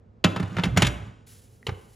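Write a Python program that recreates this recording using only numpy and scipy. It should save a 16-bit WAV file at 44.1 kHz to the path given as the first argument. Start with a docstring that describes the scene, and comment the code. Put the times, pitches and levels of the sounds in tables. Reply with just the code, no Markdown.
"""A heavy metal lid is set on a full pot, slid and twisted shut close to a phone in a kitchen.
The first knocks ring the lid's modes and the pot's boom; then the rim scrapes, a loose part jingles,
and further knocks come with stove-top thuds as the lid is worked shut.
Afterwards filtered noise hisses as air from the seal, a catch ticks and the locked lid is knocked again.
A diffuse room tail follows the near sounds, and low kitchen noise lies under everything."""
import sys
import numpy as np
from scipy import signal
from scipy.fft import rfft, irfft
from scipy.io import wavfile
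from scipy.ndimage import uniform_filter1d

SR = 44100
rng = np.random.default_rng(int(sys.argv[2]) if len(sys.argv) > 2 else 0)


def unload_audio(sound):
    """Save the sound as a 16-bit wav file, at the path given as the first command line argument."""
    columns = np.transpose(np.atleast_2d(sound))
    # keep every value between -1 and 1, then stretch to whole-number steps
    steps = np.round(np.clip(columns, -1, 1) * 32767)
    wavfile.write(sys.argv[1], SR, steps.astype(np.int16))


N = 85995
T = np.arange(N) / SR
BLOW = np.sqrt(SR / 100)  # amplitude of a one-sample blow at 0 dB
LOCKED_S = 1.6  # from here on the lid is locked


def undb(db):
    """Decibels to gain."""
    return 10 ** (np.asarray(db, float) / 20)


def unit(x):
    """Scale to rms 1."""
    return x / np.sqrt(np.mean(x ** 2))


def curve(rows, column=1):
    """Draw one column of a table as a line in time, silent outside its ends."""
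    rows = np.array(rows, float)
    return np.interp(T, rows[:, 0], rows[:, column], left=-120, right=-120)


def colour(x, points):
    """Filter by (f/Hz, level/dB) points joined along log frequency."""
    points = np.array(points, float)
    hz = np.fft.rfftfreq(x.shape[-1], 1 / SR) + 1
    level_db = np.interp(np.log(hz), np.log(points[:, 0]), points[:, 1])
    return irfft(rfft(x) * undb(level_db), x.shape[-1])


def band(x, lo_hz, hi_hz):
    """Band-pass."""
    sos = signal.butter(2, [lo_hz, min(hi_hz, .45 * SR)], "band", fs=SR, output="sos")
    return signal.sosfilt(sos, x)


def ring(x, modes):
    """Sum of exponentially decaying modes (f/Hz, level/dB, t60/s) driven by x."""
    out = 0
    for hz, db, t60 in modes:
        pole = np.exp((2j * np.pi * hz - np.log(1000) / t60) / SR)
        out = out + undb(db) * signal.lfilter([1], [1, -pole], x).imag
    return out


def linger(x, noise, t60):
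    """Noise that takes up the energy of x and dies away over t60."""
    keep = np.exp(-2 * np.log(1000) / t60 / SR)
    energy = signal.lfilter([1 - keep], [1, -keep], x ** 2)
    return unit(noise) * np.sqrt(energy)


def lid():
    """Knocks and scraping drive the bands, knocks and rumble the boom, late knocks the shut note."""
    force, blows = knock_forces(scrape())
    return pot_boom() + shut_note(blows[1]) + lid_bands(force, blows)


# knocks of lid on pot: t/s, then the drive of each part: clank level/dB, boom level/dB,
# body level/dB, middle level/dB, treble level/dB; last the decay constant of the chatter/ms (0.3 at least)
KNOCKS = [(0.2406, -9, -46, -22.5, -27, -26, 2.6), (.2437, -3.5, -18, -8, -19, -21, 1.94),
          (0.361, -28, -25, -28, -28.5, -37, 4.5), (0.3988, -33.5, -26.5, -19, -34.5, -36.5, 3),
          (0.428, -39.5, -21, -25.5, -36, -45, 4.8), (0.567, -41, -22, -24.5, -30.5, -41, 4.3),
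          (0.584, -40, -24.5, -20.5, -30, -41, 6), (0.5962, -37.5, -32, -24, -33.5, -52, 1.4),
          (0.6354, -12.5, -25, -21.5, -26, -25.5, 7.4), (0.654, -31, -29, -17, -32.5, -33.5, 4.7),
          (0.7634, -28, -15.5, -19.5, -28, -35, 22), (0.7717, -17.5, -19, -20, -20.5, -18, 3.7),
          (0.7745, -11.5, -16, -13, -19, -17.5, 2), (0.8, -21.5, -38, -35, -37.5, -32, 16),
          (0.8204, -5, -13, -9.5, -19.5, -13.5, 5.6), (0.8461, -13.5, -19, -41, -33.5, -27.5, 18),
          (0.8672, -12.5, -18, -34.5, -33.5, -20, 3.7), (1.6673, -15.5, -45, -45, -32.5, -28, 3.2),
          (1.683, -40, -20, -43.5, -41.5, -52, 2.4), (1.6912, -38, -33, -37.5, -32, -49, 4),
          (1.716, -55, -24.5, -61, -74, -68, 3)]
# scrape drive into body, middle, clank, treble: level/dB
SCRAPE_BANDS = [8, -1.5, -6, -4.5]
RISE_MS = .4


def knock_forces(scraping):
    """Each knock is one blow to the modes but a chattering noise burst to the cracks above the body."""
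    age_ms = np.arange(SR // 20) / SR * 1000
    force = np.outer(undb(SCRAPE_BANDS), scraping)  # drives the cracks
    blows = force.copy()  # drives the modes
    for s, clank, _, body, middle, treble, decay_ms in KNOCKS:
        i = int(s * SR)
        span = slice(i, i + len(age_ms))
        shape = (1 - np.exp(-age_ms / RISE_MS)) * np.exp(-age_ms / max(decay_ms, .3))
        chatter = rng.standard_normal(len(age_ms)) * shape
        chatter *= BLOW / np.sqrt(np.sum(chatter ** 2))  # same energy as a blow
        force[1:, span] += np.outer(undb([middle, clank, treble]), chatter)
        force[0, i] += undb(body) * BLOW
        blows[:, i + int(RISE_MS * SR / 1000)] += undb([body, middle, clank, treble]) * BLOW
    return force, blows


# modes of lid and pot, one table a band: f/Hz, level/dB, t60/s
BODY = [(178, -3, .16), (200, 4, .09), (258, 0, .06)]
MIDDLE = [(445, -10, .15), (520, -10, .12), (797, -8, .25), (1027, -8, .2), (1213, -10, .2), (1307, -8, .2),
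          (1485, -9, .35)]
CLANK = [(2090, -5, .12), (2345, -1, .09), (2640, -3, .12), (3006, -5, .11), (3115, -3, .12),
         (3580, -2, .08)]
TREBLE = [(4800, -9, .08), (5750, -5, .09), (6850, -4, .08)]
# broad crack of each band: low f/Hz, high f/Hz, crack level/dB against the modes, whole band level/dB
CRACKS = [(135.5, 343, -11.5, -1), (313, 1915, -2, 1), (1616, 3630, -2, -13.5), (4170, 9460, -8, -8.5)]
# wash of many small modes in each band: level/dB
WASH_LEVELS = [-15.5, -6, -3, -4.5]
# decay of that wash in each band: t60/s
WASH_DECAYS = [0.027, 0.1, 0.045, 0.033]
LOCKED_DB = -7  # the locked lid rings less
FLUTTER = .55  # rms depth, as a share of the ringing
AIR_HZ, AIR_DB = 8900, -22.5  # top of the crack, from the treble force


def lid_bands(force, blows):
    """Each band adds fluttering modes, a broad crack and a wash of dense small modes."""
    free = undb(LOCKED_DB * (T > LOCKED_S))
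    bands = zip(force, blows, (BODY, MIDDLE, CLANK, TREBLE), CRACKS, WASH_LEVELS, WASH_DECAYS)
    out = np.zeros(N)
    for push, blow, modes, (lo, hi, crack_db, band_db), wash_db, wash_t60 in bands:
        crack = band(push, lo, hi) * np.sqrt(SR / 2 / (hi - lo))
        wash = linger(crack * free, band(rng.standard_normal(N), lo, hi), wash_t60)
        flutter = 1 + FLUTTER * unit(band(rng.standard_normal(N), 5.5, 75))
        rings = band(ring(blow * free, modes) * flutter, lo, hi) / (np.sqrt(len(modes)) * BLOW)
        out += undb(band_db) * (rings + undb(crack_db) * crack + undb(wash_db) * wash)
    return out + undb(AIR_DB) * band(force[3], AIR_HZ, 13000)


# note of the shut pot: f/Hz, level/dB, t60/s
SHUT_MODES = [(441, 0, .13), (470, -5, .08)]


def shut_note(middle_blows):
    """The knocks after locking ring the shut pot on a note of its own."""
    return ring(middle_blows * (T > LOCKED_S), SHUT_MODES) / BLOW


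# rim sliding: t/s, scrape level/dB, rumble drive level/dB
SLIDE = [(.243, -49, -40), (.30, -63, -38), (.40, -50, -48), (.48, -48, -30), (.55, -48, -24),
         (.6, -45, -34.5), (.72, -52.5, -13), (.84, -49.5, -32), (.92, -60, -29.5), (1.08, -57, -25),
         (1.15, -74, -84.5)]
SCRAPE_PER_S, SCRAPE_SPREAD_DB = 2100, 0.5  # mean click rate, spread of click levels


def scrape():
    """The sliding rim catches in a dense random rain of clicks."""
    caught = rng.random(N) < SCRAPE_PER_S / SR
    sizes = undb(SCRAPE_SPREAD_DB * rng.standard_normal(N))
    return unit(rng.standard_normal(N) * caught * sizes) * undb(curve(SLIDE))


# boom of the full pot: centre f/Hz, level/dB, t60/s before locking
BOOM = [(107.5, 1, 0.18)]
BOOM_KEPT, BOOM_SHIFT = .45, .025  # share that survives a knock; relative pitch spread
LOCKED_BOOM_T60_S = .08


def pot_boom():
    """One low mode: every knock partly damps it, and its pitch varies at random from knock to knock."""
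    drive = rng.standard_normal(N) * undb(curve(SLIDE, column=2)) / 70
    for s, _, boom_db, *_ in KNOCKS:
        drive[int(s * SR)] += undb(boom_db)
    hz, db, free_t60 = BOOM[0]
    cuts = [0] + [int(knock[0] * SR) for knock in KNOCKS] + [N]
    out, state = np.zeros(N), np.zeros(1, complex)
    for start, end in zip(cuts, cuts[1:]):
        boom_hz = hz * (1 + BOOM_SHIFT * rng.standard_normal())
        t60 = free_t60 if start < LOCKED_S * SR else LOCKED_BOOM_T60_S
        pole = np.exp((2j * np.pi * boom_hz - np.log(1000) / t60) / SR)
        kept = state * BOOM_KEPT
        y, state = signal.lfilter([1], [1, -pole], drive[start:end].astype(complex), zi=kept)
        out[start:end] = y.imag
    return band(out * undb(db), 60, 230)


# thuds of the stove top: t/s, level/dB
THUDS = [(0.669, -27.5), (0.783, -42), (0.847, -23.5), (1.688, -40)]
THUD_HZ, THUD_T60_S = 62.2, 0.49


def stove_thuds():
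    """Impulses ring the stove top's single low mode."""
    hits = np.zeros(N)
    for s, db in THUDS:
        hits[int(s * SR)] = undb(db)
    return ring(hits, [(THUD_HZ, 0, THUD_T60_S)])


# mode of the catch: f/Hz, level/dB, t60/s
TICK_MODES = [(1940, 10, 0.016)]
TICK_S, TICK_DB = 1.629, -51  # time and drive level


def catch_tick():
    """One impulse rings the catch's short mode."""
    hit = np.zeros(N)
    hit[int(TICK_S * SR)] = undb(TICK_DB)
    return ring(hit, TICK_MODES)


# shakes of a loose part on the lid: t/s, drive level/dB
JINGLES = [(0.43, -43), (.458, -46), (.503, -40), (0.573, -35), (.596, -32.5)]
# its two bright modes: f/Hz, level/dB, t60/s
JINGLE_MODES = [(3590, -8, .07), (2900, -9, 0.048)]
SHAKE_MS = 9.8  # decay constant


def jingle():
    """Abrupt, dying shakes of noise ring the loose part's modes."""
    shake = np.zeros(N)
    for s, db in JINGLES:
        shake += undb(db) * (T > s) * np.exp(-np.abs(T - s) * 1000 / SHAKE_MS)
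    return ring(shake * rng.standard_normal(N), JINGLE_MODES) / 10


# air from the seal: t/s, level/dB
HISS = [(1.262, -74), (1.27, -51.5), (1.42, -59), (1.5, -67), (1.525, -64), (1.61, -70.5), (1.72, -65.5),
        (1.95, -62.5)]
# tone of the hiss: f/Hz, level/dB
HISS_COLOUR = [(900, -3.5), (1700, 6), (4400, 6.5), (7200, 9), (10600, 11), (14500, 2.5)]
FLICKER_DB = 1.16  # rms


def hiss():
    """Coloured noise of escaping air, its level flickering."""
    flicker = unit(uniform_filter1d(rng.standard_normal(N), size=500))
    air = unit(colour(rng.standard_normal(N), HISS_COLOUR))
    return air * undb(curve(HISS) + FLICKER_DB * flicker)


# tail of the room by band: centre f/Hz, t60/s, level/dB
ROOM = [(163, 0.28, -4.5), (400, 0.58, -6), (900, 0.72, -12), (2140, 0.61, -13.5), (6300, 0.94, -24.5),
        (12170, 0.4, -12)]


def room(x):
    """Diffuse tail: x convolved with noise bands, each with its own decay."""
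    tail = 0
    for hz, t60, db in ROOM:
        decay = np.exp(-np.log(1000) * T[:SR] / t60)
        noise = band(rng.standard_normal((2, SR)), hz / 1.715, hz * 1.604) * decay
        tail = tail + noise * undb(db) * np.sqrt(2 * np.log(1000) / t60 / SR)
    return wide(signal.fftconvolve(x[None], tail, axes=1)[:, :N])


# tone of the kitchen's background: f/Hz, level/dB
KITCHEN_COLOUR = [(25, -5), (107, 8.5), (159, -4.5), (247, -1.5), (308, -13.5), (414, -8), (504, -11.5),
                  (678, -19.5), (9000, -53), (11700, -101)]
KITCHEN_DB = -53.5


def kitchen():
    """Steady low background: coloured noise spread in stereo."""
    return wide(unit(colour(rng.standard_normal((2, N)), KITCHEN_COLOUR)) * undb(KITCHEN_DB))


# filter of the diffuse side signal: f/Hz, level/dB
WIDTH = [(60, -19), (200, -14), (400, -6.5), (800, 0.5), (1500, 2.5), (2400, -15.5), (5000, -34)]


def wide(x):
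    """Diffuse stereo from a mid and an unrelated side signal."""
    side = colour(x[1], WIDTH)
    return np.array([x[0] + side, x[0] - side])


def scene():
    """Near sounds with their room tail, the dry hiss and the kitchen's background."""
    near = lid() + stove_thuds() + catch_tick() + jingle()
    return near + hiss() + room(near) + kitchen()


PORT_FROM_HZ, PORT_LAG_MS = 7060, 0.31  # left port late above this
LEAD_HZ, LEAD_RAD = 3500, 0.51  # left port early around this
LEAN_HZ, LOW_LEAN_DB = 300, -3  # left against right in the bass
RUMBLE_CUT_HZ, TOP_HZ = 42, 15700


def record(dry):
    """Two ports: high treble reaches the left late, low treble early; bass leans right; ends are cut."""
    hz = np.fft.rfftfreq(N, 1 / SR)
    lag = np.pi * PORT_LAG_MS / 1000 * np.maximum(hz - PORT_FROM_HZ, 0)
    lead = LEAD_RAD / 2 * np.exp(-2 * np.log(hz / LEAD_HZ + 1e-9) ** 2 / 0.29)
    lean_db = LOW_LEAN_DB / 2 / (1 + (hz / LEAN_HZ) ** 2)
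    sign = np.array([[1], [-1]])  # left, right
    out = irfft(rfft(dry) * undb(sign * lean_db) * np.exp(-1j * sign * (lag - lead)), N)
    out = signal.sosfilt(signal.butter(2, RUMBLE_CUT_HZ, "high", fs=SR, output="sos"), out)
    return signal.sosfilt(signal.ellip(10, .2, 80, TOP_HZ, fs=SR, output="sos"), out)


dry = scene()
out = record(dry)
unload_audio(out)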